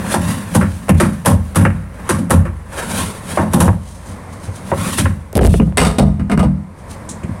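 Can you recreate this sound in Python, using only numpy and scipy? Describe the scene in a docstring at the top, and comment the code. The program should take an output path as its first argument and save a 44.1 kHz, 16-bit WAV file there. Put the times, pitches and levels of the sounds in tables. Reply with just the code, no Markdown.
"""A puck scrapes and knocks across a hollow plastic shooting pad in a backyard, swept along by a hockey
stick whose blade slaps the sheet. Each blow is a low thump and boom under a ringing knock and click.
A shot lands right by the microphone, which rattles; the puck bangs and bounces nearby, then shoes
shuffle. Gain control ducks the humming yard after loud blows, and a limiter holds the peaks."""
import sys
import numpy as np
from scipy import signal
from scipy.fft import rfft, irfft
from scipy.io import wavfile
from scipy.ndimage import uniform_filter1d, minimum_filter1d

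SR = 44100
rng = np.random.default_rng(int(sys.argv[2]) if len(sys.argv) > 2 else 0)


def master(y):
    """Save y as 16-bit WAV."""
    cut = np.clip(np.atleast_2d(y).T, -1, 1)
    pcm = np.round(cut * 32767)  # scale
    wavfile.write(sys.argv[1], SR, pcm.astype(np.int16))


N = 326340
TIME = np.arange(N) / SR
AGE = np.arange(24576) / SR   # seconds into one blow
THUMP_TOP_HZ, BOOM_TOP_HZ, KNOCK_TOP_HZ = 125, 350, 3000   # the click lies above these three

# blade slaps: t/s, thump/dB, boom/dB, knock/dB, click/dB, ring length factor, knock centre/Hz
BLADE_SLAPS = [(0.548, -7.5, -2.5, -7, -12.5, 0.7, 940), (0.891, 1.5, 6.5, -1, -12.5, 0.69, 2400),
               (1.257, -4.5, -2.5, -3.5, -8, 1.13, 1030), (1.556, -1.5, -1, -9, -12, 1.42, 1450),
               (2.305, 1.5, 0, -2.5, -9, 1.02, 1140), (3.533, -16, -1.5, -8.5, -13.5, 1.02, 810),
               (3.602, -5, -4.5, -6, -10, 1.21, 910)]
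# tone of the blade on the pad: f/Hz, level/dB
BLADE_COLOUR = [(350, -4), (420, 0), (530, 6), (720, -4.5), (1080, -6.5), (1600, -10), (2600, -18),
                (4500, -30.5), (7200, -26.5), (9600, -18), (12000, -26), (15500, -42)]
# resonances of blade and puck: f/Hz, width/Hz, relative level/dB
STICK_RINGS = [(517, 8.7, -13), (943, 31, -6), (1064, 31, -10), (1546, 7, -8.5), (1783, 24, -5),
               (2355, 51, -20), (2730, 30, -16), (3760, 38, -9), (4730, 54, -12), (5900, 58, -2.5),
               (9400, 91, -14), (10500, 140, -9)]
# low modes of the pad: f/Hz, relative level/dB, base t60/s, base swell/s
PAD_MODES = [(58.4, -17.5, 1, 0.067), (83.54, -1, 0.49, 0.025), (98.35, 0.5, 0.2, 0.067),
             (131.8, -3, 0.48, 0.012), (164.66, 2.5, 0.37, 0.033), (191.8, 4, 0.4, 0.018),
             (218.6, 1.5, 0.32, 0.021), (260.7, -1, 0.26, 0.022), (324.5, -4.5, 0.24, 0.0074)]
# rumble of the rubbed sheet: f/Hz, level/dB
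RUMBLE_COLOUR = [(30, -10), (55, -5), (80, 8), (102, 12.5), (130, 0.5), (187, 14), (225, 7), (290, 0.5),
                 (400, -33)]


def blade_slaps():
    """The flat of the blade slaps the hollow pad and sets it booming."""
    return blows(BLADE_SLAPS, PAD_MODES, BLADE_COLOUR, STICK_RINGS, waver=0.051, attack_s=0.00087,
                 contact_db=-21, second_db=-11, echo_db=-16.5, tail_db=-33, tail_t60=0.75)


def heel_touches():
    """The heel of the blade clicks on the pad just before the whole blade slaps down."""
    lead_s, knock_trim_db, click_trim_db = 0.0078, -12.5, -15.5
    out = np.zeros(N)
    for s, _, _, knock_db, click_db, *_ in BLADE_SLAPS:
        burst = noise(BLADE_COLOUR, len(AGE)) * dying(t60=.15)
        knock = from_db(knock_db + knock_trim_db) * rms_one(knock_band(burst), .01)
        click = from_db(click_db + click_trim_db) * rms_one(click_band(burst), .01)
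        add(out, s - lead_s, knock + click)
    return out


def puck_knocks():
    """The blade meets the hard puck with a sharp clack that also rings the pad."""
    # touches: t/s, thump/dB, boom/dB, knock/dB, click/dB, ring length factor, knock centre/Hz
    touches = [(0.14, -17, -13.5, -7, -17, 0.89, 905), (0.611, -9.5, -12, -10.5, -28.5, 0.91, 1400),
               (1.0, -14, -5, -2, -13, 1.23, 1310), (1.651, -19, -11, -4.5, -28, 0.39, 1720),
               (2.091, -13, -10.5, -6, -12.5, 1.4, 1170), (2.185, -27, -9, -18.5, -30, 0.89, 262),
               (2.452, -20.5, -27.5, -18.5, -40, 1, 1190), (3.372, -14, -10, -4.5, -28.5, 1.5, 770),
               (3.679, -10, -12.5, -7.5, -46, 0.54, 696), (4.716, -18, -16, -6, -54, 0.5, 655),
               (4.982, -7.5, -9.5, -14, -16, 1.28, 1950), (5.055, -24, -17, -11.5, -40, 0.46, 1550)]
    # tone of the clack: f/Hz, level/dB
    puck_colour = [(350, 12.5), (440, -11), (535, 5.5), (720, -6), (1050, -5), (1700, -8), (2600, -14),
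                   (4000, -20.5), (7000, -20.5), (9300, -10.5), (12000, -23), (15500, -39)]
    return blows(touches, PAD_MODES, puck_colour, STICK_RINGS, waver=0.05, attack_s=0.00022,
                 contact_db=-6.5, second_db=-3.5, echo_db=-15.5, tail_db=-22, tail_t60=0.8)


def sliding():
    """Fine grit rubs and hisses under blade and puck; the sheet rumbles below."""
    # tone of the friction: f/Hz, level/dB
    slide_colour = [(350, 11.5), (440, 10), (540, 11), (800, 1.5), (1080, 6.5), (1350, 5.5), (2000, -0.5),
                    (3200, -9.5), (5000, -17), (7200, -15), (9500, -8), (11500, -16), (13500, -27),
                    (15500, -28)]
    ring_db, wander_db, judder_db = 2, 6.5, 2.5
    rumble, rub, hiss = slide_gains()
    grit = noise(slide_colour)
    # as the contact wanders along the blade, each resonance swells and fades on its own
    rings = sum((ringing(grit, [ring]) - grit) * from_db(wander_db * drift(16)) for ring in STICK_RINGS)
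    grit = reflected(grit + from_db(ring_db) * rings, echo_db=-17.5)
    # the pad's own reflection arrives a little earlier or later as the blade moves
    lag_s = 0.001091 * from_db(1.41 * drift(7))
    grit = grit + from_db(-9) * np.interp(TIME - lag_s, TIME, grit)
    friction = rub * rms_one(knock_band(grit)) + hiss * rms_one(click_band(grit))
    sheet = rumble * rms_one(noise(RUMBLE_COLOUR))
    return friction * from_db(judder_db * drift(60)) + sheet


def slide_gains():
    """Strength of rumble, rub and hiss: the sweeps and the gliding puck add up in power."""
    # blade sweeps: fastest at t/s, swell/s, fade/s, rumble/dB, rub/dB, hiss/dB
    sweeps = [(0.132, 0.061, 0.098, -33, -18.5, -19.5), (0.309, 0.21, 0.18, -8, -20.5, -22.5),
              (0.53, 0.12, 1, -19.5, -48, -34.5), (0.98, 0.04, 0.42, -35, -36, -28),
              (1.45, 0.13, 0.38, -24.5, -45, -40), (2.06, 0.29, 0.9, -42, -33.5, -45.5),
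              (2.794, 0.1, 0.098, -34, -19, -26), (2.988, 0.23, 0.19, -18, -23.5, -22.5),
              (3.335, 0.16, 0.57, -26, -29.5, -30), (4.839, 0.13, 0.27, -7.5, -16, -19),
              (4.99, 0.2, 0.062, -24, -22, -12.5), (5.54, 0.14, 0.13, -24, -48, -24.5)]
    # the gliding puck at the start: rumble/dB, rub/dB, hiss/dB
    glide_db = (-22.5, -28.5, -38)
    slowing_db_per_s, trapped_s = 5, 4.1
    glide = from_db(-slowing_db_per_s * TIME) * (TIME < trapped_s)
    slides = [(stroke(s, swell_s, fade_s), levels_db) for s, swell_s, fade_s, *levels_db in sweeps]
    slides.append((glide, glide_db))
    return np.sqrt(sum(np.outer(from_db(levels_db), shape) ** 2 for shape, levels_db in slides))


def shot_impacts():
    """The shot bangs into its target, and the puck bounces close by."""
    # impacts: t/s, thump/dB, boom/dB, knock/dB, click/dB, ring length factor, knock centre/Hz
    impacts = [(5.353, -3, -6.5, -26, -24.5, 0.96, 485), (5.41, -10, -4.5, -13, -27, 2.3, 550),
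               (5.448, 1.5, -6, -13, -25.5, 0.65, 586), (5.599, -9, 0.5, -7.5, -46, 0.57, 232),
               (5.675, -34, -17.5, -29, -58, 0.36, 350), (5.772, -9.5, -6.5, -1, -5.5, 1.24, 1780),
               (5.815, -18, -8.5, -6.5, -15, 1.1, 1020), (5.848, -28, -17, -10, -15, 1.86, 1140),
               (5.984, -4, 1.5, -2.5, -13.5, 1.09, 774), (6.195, -15.5, -12, -25.5, -42.5, 1, 1600),
               (6.297, -28, -8, -15, -32, 0.97, 1300), (6.315, -17, -8, -12.5, -24.5, 0.52, 1700),
               (6.375, -15, -6, -15.5, -30, 0.41, 1200), (6.393, -16, -7.5, -11.5, -25, 0.53, 1200),
               (6.428, -11.5, -16, -11, -28.5, 0.72, 705), (6.445, -17, -4.5, -21, -43, 1.07, 970)]
    # low modes of the target: f/Hz, relative level/dB, base t60/s, base swell/s
    target_modes = [(51.1, -9, 0.48, 0.033), (63.7, -2, 0.32, 0.056), (82.4, -9, 0.98, 0.016),
                    (114, -11, 0.69, 0.0033), (152.6, 1.5, 0.46, 0.026), (187.8, 3, 0.44, 0.026),
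                    (225.5, 2, 0.32, 0.00083), (280.6, -8, 0.32, 0.004), (331, -17.5, 0.52, 0.0013)]
    # resonances of the target: f/Hz, width/Hz, relative level/dB
    target_rings = [(422, 20, 1.5), (494, 72, -6), (680, 88, 0.5), (970, 120, 2), (1224, 25, 6),
                    (1439, 17, 1), (2070, 49, -3.5), (2470, 30, -8), (2860, 78, 4), (3690, 63, -0.5),
                    (4600, 83, -4), (5500, 57, -8), (8030, 240, -3), (9060, 130, -7)]
    # tone of the bang: f/Hz, level/dB
    shot_colour = [(350, 4.5), (520, 6), (900, -4), (1400, -6), (2400, -7.5), (3200, -18.5), (4600, -20.5),
                   (7000, -26.5), (9000, -17), (11500, -29.5), (15500, -43)]
    return blows(impacts, target_modes, shot_colour, target_rings, waver=0.048, attack_s=0.00038,
                 contact_db=2, second_db=-15, echo_db=-18, tail_db=-27.5, tail_t60=0.86)


def microphone_rattle():
    """Dry ticks carried straight into the shaken microphone, with no air or echo."""
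    # ticks: t/s, knock/dB, click/dB
    ticks = [(5.329, -23, -29), (5.354, -17.5, -19), (5.361, -5, -34), (5.37, -11, -14), (5.378, -5.5, -18),
             (5.391, 2, -30), (5.411, -1.5, -28), (5.432, -11, -28), (5.541, -4.5, -35),
             (5.724, -26.5, -57)]
    # tone of a tick: f/Hz, level/dB
    tick_colour = [(350, 6.5), (700, -3.5), (1200, -20), (2500, -27.5), (7000, -22), (9300, -10),
                   (12000, -17), (15500, -29)]
    out = np.zeros(N)
    for s, knock_db, click_db in ticks + chatter():
        burst = noise(tick_colour, len(AGE))
        knock = from_db(knock_db) * rms_one(knock_band(burst * dying(t60=.051)), .005)
        click = from_db(click_db) * rms_one(click_band(burst * dying(t60=.006)), .005)
        add(out, s, knock + click)
    return out


def chatter(count=6, start_s=5.442, gap_s=.0064, knock_db=-9, click_db=-21, rise_db=2, spread_db=2.5):
    """The shaking breaks into a quick, uneven, brightening run of ticks: t/s, knock/dB, click/dB."""
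    return [(start_s + gap_s * (k + .15 * late),
             knock_db + spread_db * knock,
             click_db + rise_db * k + spread_db * click)
            for k, (late, knock, click) in enumerate(rng.standard_normal((count, 3)))]


def shoe_scuffs():
    """Shoes bump the pad with a soft attack and a short tail."""
    # scuffs: t/s, thump/dB, boom/dB, knock/dB, click/dB, ring length factor, knock centre/Hz
    scuffs = [(4.06, -28.5, -36, -64, -47, 1, 1013), (4.472, -25.5, -42, -37, -62, 0.52, 806),
              (7.088, -45, -32.5, -56, -30, 1.18, 1000), (7.232, -29, -27, -34, -48.5, 0.41, 1510),
              (7.28, -27, -25.5, -54, -66, 0.63, 700)]
    # tone of a scuff: f/Hz, level/dB
    scuff_colour = [(350, 11), (1100, -21), (2500, -7), (5000, -9), (7000, 4), (9200, 1.5), (12000, -20),
                    (15500, -28)]
    return blows(scuffs, PAD_MODES, scuff_colour, STICK_RINGS[:3], waver=0.0434, attack_s=0.0025,
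                 contact_db=-26, second_db=0, echo_db=-10, tail_db=-20, tail_t60=0.13)


def shoe_drags(swell_share=0.51, grain_db=2, rumble_db=-0.5):
    """Rubber soles hiss and squeak faintly on the plastic, which rumbles under them."""
    # drags: fastest at t/s, fade/s, level/dB
    drags = [(0.72, 0.27, -34.5), (3.89, 0.23, -33.5), (4.08, 0.12, -39), (4.335, 0.088, -42.5),
             (4.44, 0.12, -39), (4.56, 0.092, -39.5), (4.675, 0.058, -41.5), (6.79, 0.064, -45.5),
             (6.91, 0.069, -36)]
    # hiss of the soles: f/Hz, level/dB
    sole_colour = [(350, -9), (1500, -11), (2500, -3.5), (5000, -2), (7500, -1.5), (9300, 4.5), (11500, -9),
                   (15500, -19)]
    # squeak resonances: f/Hz, width/Hz, relative level/dB
    squeaks = [(3100, 120, 0), (3960, 150, -8), (6300, 130, 0)]
    power = sum((from_db(db) * stroke(s, swell_share * fade_s, fade_s)) ** 2 for s, fade_s, db in drags)
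    grit = coloured(rng.standard_normal(N) * from_db(grain_db * drift(180)), sole_colour)
    sheet = from_db(rumble_db) * rms_one(noise(RUMBLE_COLOUR))
    return np.sqrt(power) * (rms_one(ringing(grit, squeaks)) + sheet)


def wall_echoes(x):
    """The house wall and the fence each throw back a quick slap."""
    # echoes: delay/s, level/dB
    echoes = [(0.0237, -19), (.051, -18.5)]
    return sum(from_db(db) * delayed(x, delay_s) for delay_s, db in echoes)


def yard(level_db=-30.5):
    """The steady hum of a suburb far off."""
    # tone of the hum: f/Hz, level/dB
    yard_colour = [(25, -9), (45, -2), (90, 9), (125, 0.5), (185, 3), (280, -5), (400, -10), (500, -4.5),
                   (800, -10.5), (1020, -7.5), (1300, -15), (2150, -18), (2800, -30.5), (7000, -35.5),
                   (9100, -28.5), (15500, -50)]
    return from_db(level_db) * rms_one(noise(yard_colour))


def blows(events, modes, colour, rings, waver, **crack_shape):
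    """Every blow rings the body's low modes under its own crack."""
    out = np.zeros(N)
    for s, *levels_db, length, centre_hz in events:
        thump, boom = low_ring(modes, length, centre_hz, waver)
        knock, click = crack(colour, rings, length, centre_hz, **crack_shape)
        add(out, s, from_db(levels_db) @ np.array([thump, boom, knock, click]))
    return out


def low_ring(modes, length, centre_hz, waver):
    """Thump and boom: bending waves are slow, so the low modes swell after the contact."""
    thump, boom = 0, 0
    for hz, db, t60, swell_s in modes:
        # the pitch depends on where the sheet is struck, and wavers as it flaps
        pitch_hz = hz * (1 + 0.0266 * rng.standard_normal() + waver * drift(44.3, len(AGE)))
        cycles = np.cumsum(pitch_hz) / SR + rng.random()
        swell = 1 - np.exp(-(AGE / (swell_s * length)) ** 2)
        makeup_db = 60 * swell_s / t60   # offsets the decay during the swell
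        gain = from_db(db + makeup_db + at_hz(stress(centre_hz), hz))
        mode = gain * swell * dying(t60 * length) * np.sin(2 * np.pi * cycles)
        if hz < THUMP_TOP_HZ:
            thump += mode
        else:
            boom += mode
    return rms_one(thump, .11), rms_one(boom, .09)


def crack(colour, rings, length, centre_hz, attack_s, contact_db, second_db, echo_db, tail_db, tail_t60):
    """Knock and click: a brief double contact, dense dying modes, then scatter from fence and house."""
    # how fast a blow dies: f/Hz, base t60/s
    decay_times = [(400, 0.26), (1200, 0.2), (3500, 0.2), (10000, 0.22), (15000, 0.052)]
    lift_db, spread_db, grain_db = 3, 4, 2.12
    second_touch = np.exp(-((AGE - rng.uniform(0.0011, 0.018)) / 0.013) ** 2)
    contact = from_db(contact_db) * (dying(t60=0.0078) + from_db(second_db) * second_touch)
    scatter = from_db(tail_db) * dying(tail_t60)
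    onset = 1 - np.exp(-AGE / attack_s)
    # where the blow lands decides how strongly each resonance answers
    rings = [(hz, width_hz, db + lift_db + spread_db * np.clip(rng.standard_normal(), -1.5, 1.5))
             for hz, width_hz, db in rings]
    edges_hz = [BOOM_TOP_HZ, 900, KNOCK_TOP_HZ, SR]
    parts = []
    for low, high in zip(edges_hz, edges_hz[1:]):
        grain = from_db(grain_db * drift(603, len(AGE)))
        burst = coloured(rng.standard_normal(len(AGE)) * grain, colour)
        if high <= KNOCK_TOP_HZ:
            burst = coloured(burst, stress(centre_hz))
        body = dying(length * at_hz(decay_times, np.sqrt(low * high)))
        burst = band(burst * onset * (contact + body + scatter), low, high)
        parts.append(reflected(ringing(burst, rings), echo_db))
    low_knock, high_knock, click = parts
    return rms_one(low_knock + high_knock, .03), rms_one(click, .03)


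def stress(centre_hz):
    """The harder the contact, the higher the pitch that it stresses: f/Hz, level/dB."""
    return [(centre_hz / 2, -1), (centre_hz, 7), (centre_hz * 2, 0), (centre_hz * 4, -9)]


def ringing(x, rings):
    """Narrow resonances sing on top of the contact noise."""
    out = x
    for hz, width_hz, db in rings:
        radius = np.exp(-np.pi * width_hz / SR)
        poles = [1, -2 * radius * np.cos(2 * np.pi * hz / SR), radius ** 2]
        out = out + from_db(db) * signal.lfilter([1, 0, -1], poles, x) * (1 - radius ** 2) / 2
    return out


def reflected(x, echo_db):
    """A close reflection gives the sound a hollow, comb-like colour."""
    return x + from_db(echo_db) * delayed(x, seconds=.00368)


def stroke(s, swell_s, fade_s):
    """A slide gains 20 dB in swell_s up to its fastest moment, then loses 20 dB in fade_s."""
    return from_db(-20 * np.maximum((s - TIME) / swell_s, (TIME - s) / fade_s))


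def dying(t60):
    """An envelope that falls 60 dB in t60 seconds."""
    return from_db(-60 * AGE / t60)


def drift(rate, size=N):
    """A random wander with a spread near 1, turning rate times a second."""
    knots = rng.standard_normal(4096)
    return np.interp(np.arange(size) / SR * rate, np.arange(len(knots)), knots)


def noise(colour, size=N):
    """Steady noise of a given colour."""
    return coloured(rng.standard_normal(size), colour)


def coloured(x, colour):
    """Shape a sound with an EQ curve."""
    hz = np.fft.rfftfreq(len(x), 1 / SR)
    return irfft(rfft(x) * from_db(at_hz(colour, hz)), len(x))


def at_hz(points, hz):
    """Read a table on a log-frequency axis."""
    known_hz, values = np.transpose(points)
    return np.interp(np.log(np.maximum(hz, 1)), np.log(known_hz), values)


def band(x, low_hz, high_hz):
    """A band-pass with soft edges that add up in power."""
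    edges = [low_hz, min(high_hz, .45 * SR)]
    return signal.sosfilt(signal.butter(5, edges, "band", fs=SR, output="sos"), x + 1e-18)


def knock_band(x):
    """The mids, where blows knock and slides rub."""
    return band(x, BOOM_TOP_HZ, KNOCK_TOP_HZ)


def click_band(x):
    """The treble, where blows click and slides hiss."""
    return band(x, KNOCK_TOP_HZ, SR)


def delayed(x, seconds):
    """The same sound, arriving later."""
    lag = round(seconds * SR)
    return np.concatenate([np.zeros(lag), x[:-lag]])


def from_db(db):
    """Decibels to amplitude."""
    return 10 ** (np.asarray(db) / 20)


def rms_one(x, seconds=None):
    """Scale to rms 1, over the whole or over the first seconds."""
    head = x if seconds is None else x[:int(seconds * SR)]
    return x / np.sqrt(np.mean(head ** 2) + 1e-20)


def add(track, s, sound):
    """Mix a sound in at time s."""
    at = round(s * SR)
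    track[at:at + len(sound)] += sound[:N - at]


def gain_control(x, threshold_db, most_db, hold_s, release_db_per_s):
    """Loud sound turns the gain down; it waits, then creeps back, so the yard sinks after a blow."""
    level_db = 10 * np.log10(np.abs(uniform_filter1d(x ** 2, size=882)) + 1e-12)
    duck_db = np.clip(level_db - threshold_db, 0, most_db)
    half = int(hold_s * SR / 2)
    held_db = -minimum_filter1d(-duck_db, size=2 * half + 1, origin=half, mode="constant")
    return x * from_db(-uniform_filter1d(released(held_db, release_db_per_s), size=220))


def limiter(x, ceiling, release_db_per_s):
    """The gain ducks just ahead of each peak and climbs back."""
    over_db = np.maximum(20 * np.log10(np.abs(x) / ceiling + 1e-9), 0)
    gain_db = minimum_filter1d(-released(over_db, release_db_per_s), size=45)
    return x * from_db(uniform_filter1d(gain_db, size=45))


def released(duck_db, db_per_s):
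    """Gain reduction bites at once and lets go at a steady rate."""
    ramp = db_per_s * TIME
    return np.maximum.accumulate(duck_db + ramp, axis=-1) - ramp


def scene():
    """Stick handling with its wall echoes, the shot close by, shoes and the yard, in mono."""
    handling = blade_slaps() + puck_knocks()
    nearby = shot_impacts() + shoe_scuffs() + microphone_rattle()
    handling += heel_touches() + sliding()
    return (handling + wall_echoes(handling) + nearby + shoe_drags() + yard())[None]


def record(dry):
    """The gain rides the level, peaks are limited, the top is cut."""
    cutoff_hz = 15900
    ridden = gain_control(dry, threshold_db=-12, most_db=8, hold_s=.21, release_db_per_s=42)
    limited = limiter(ridden, ceiling=0.9, release_db_per_s=239)
    return signal.sosfilt(signal.ellip(10, .2, 80, cutoff_hz, fs=SR, output="sos"), limited)


dry = scene()
out = record(dry)
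master(out)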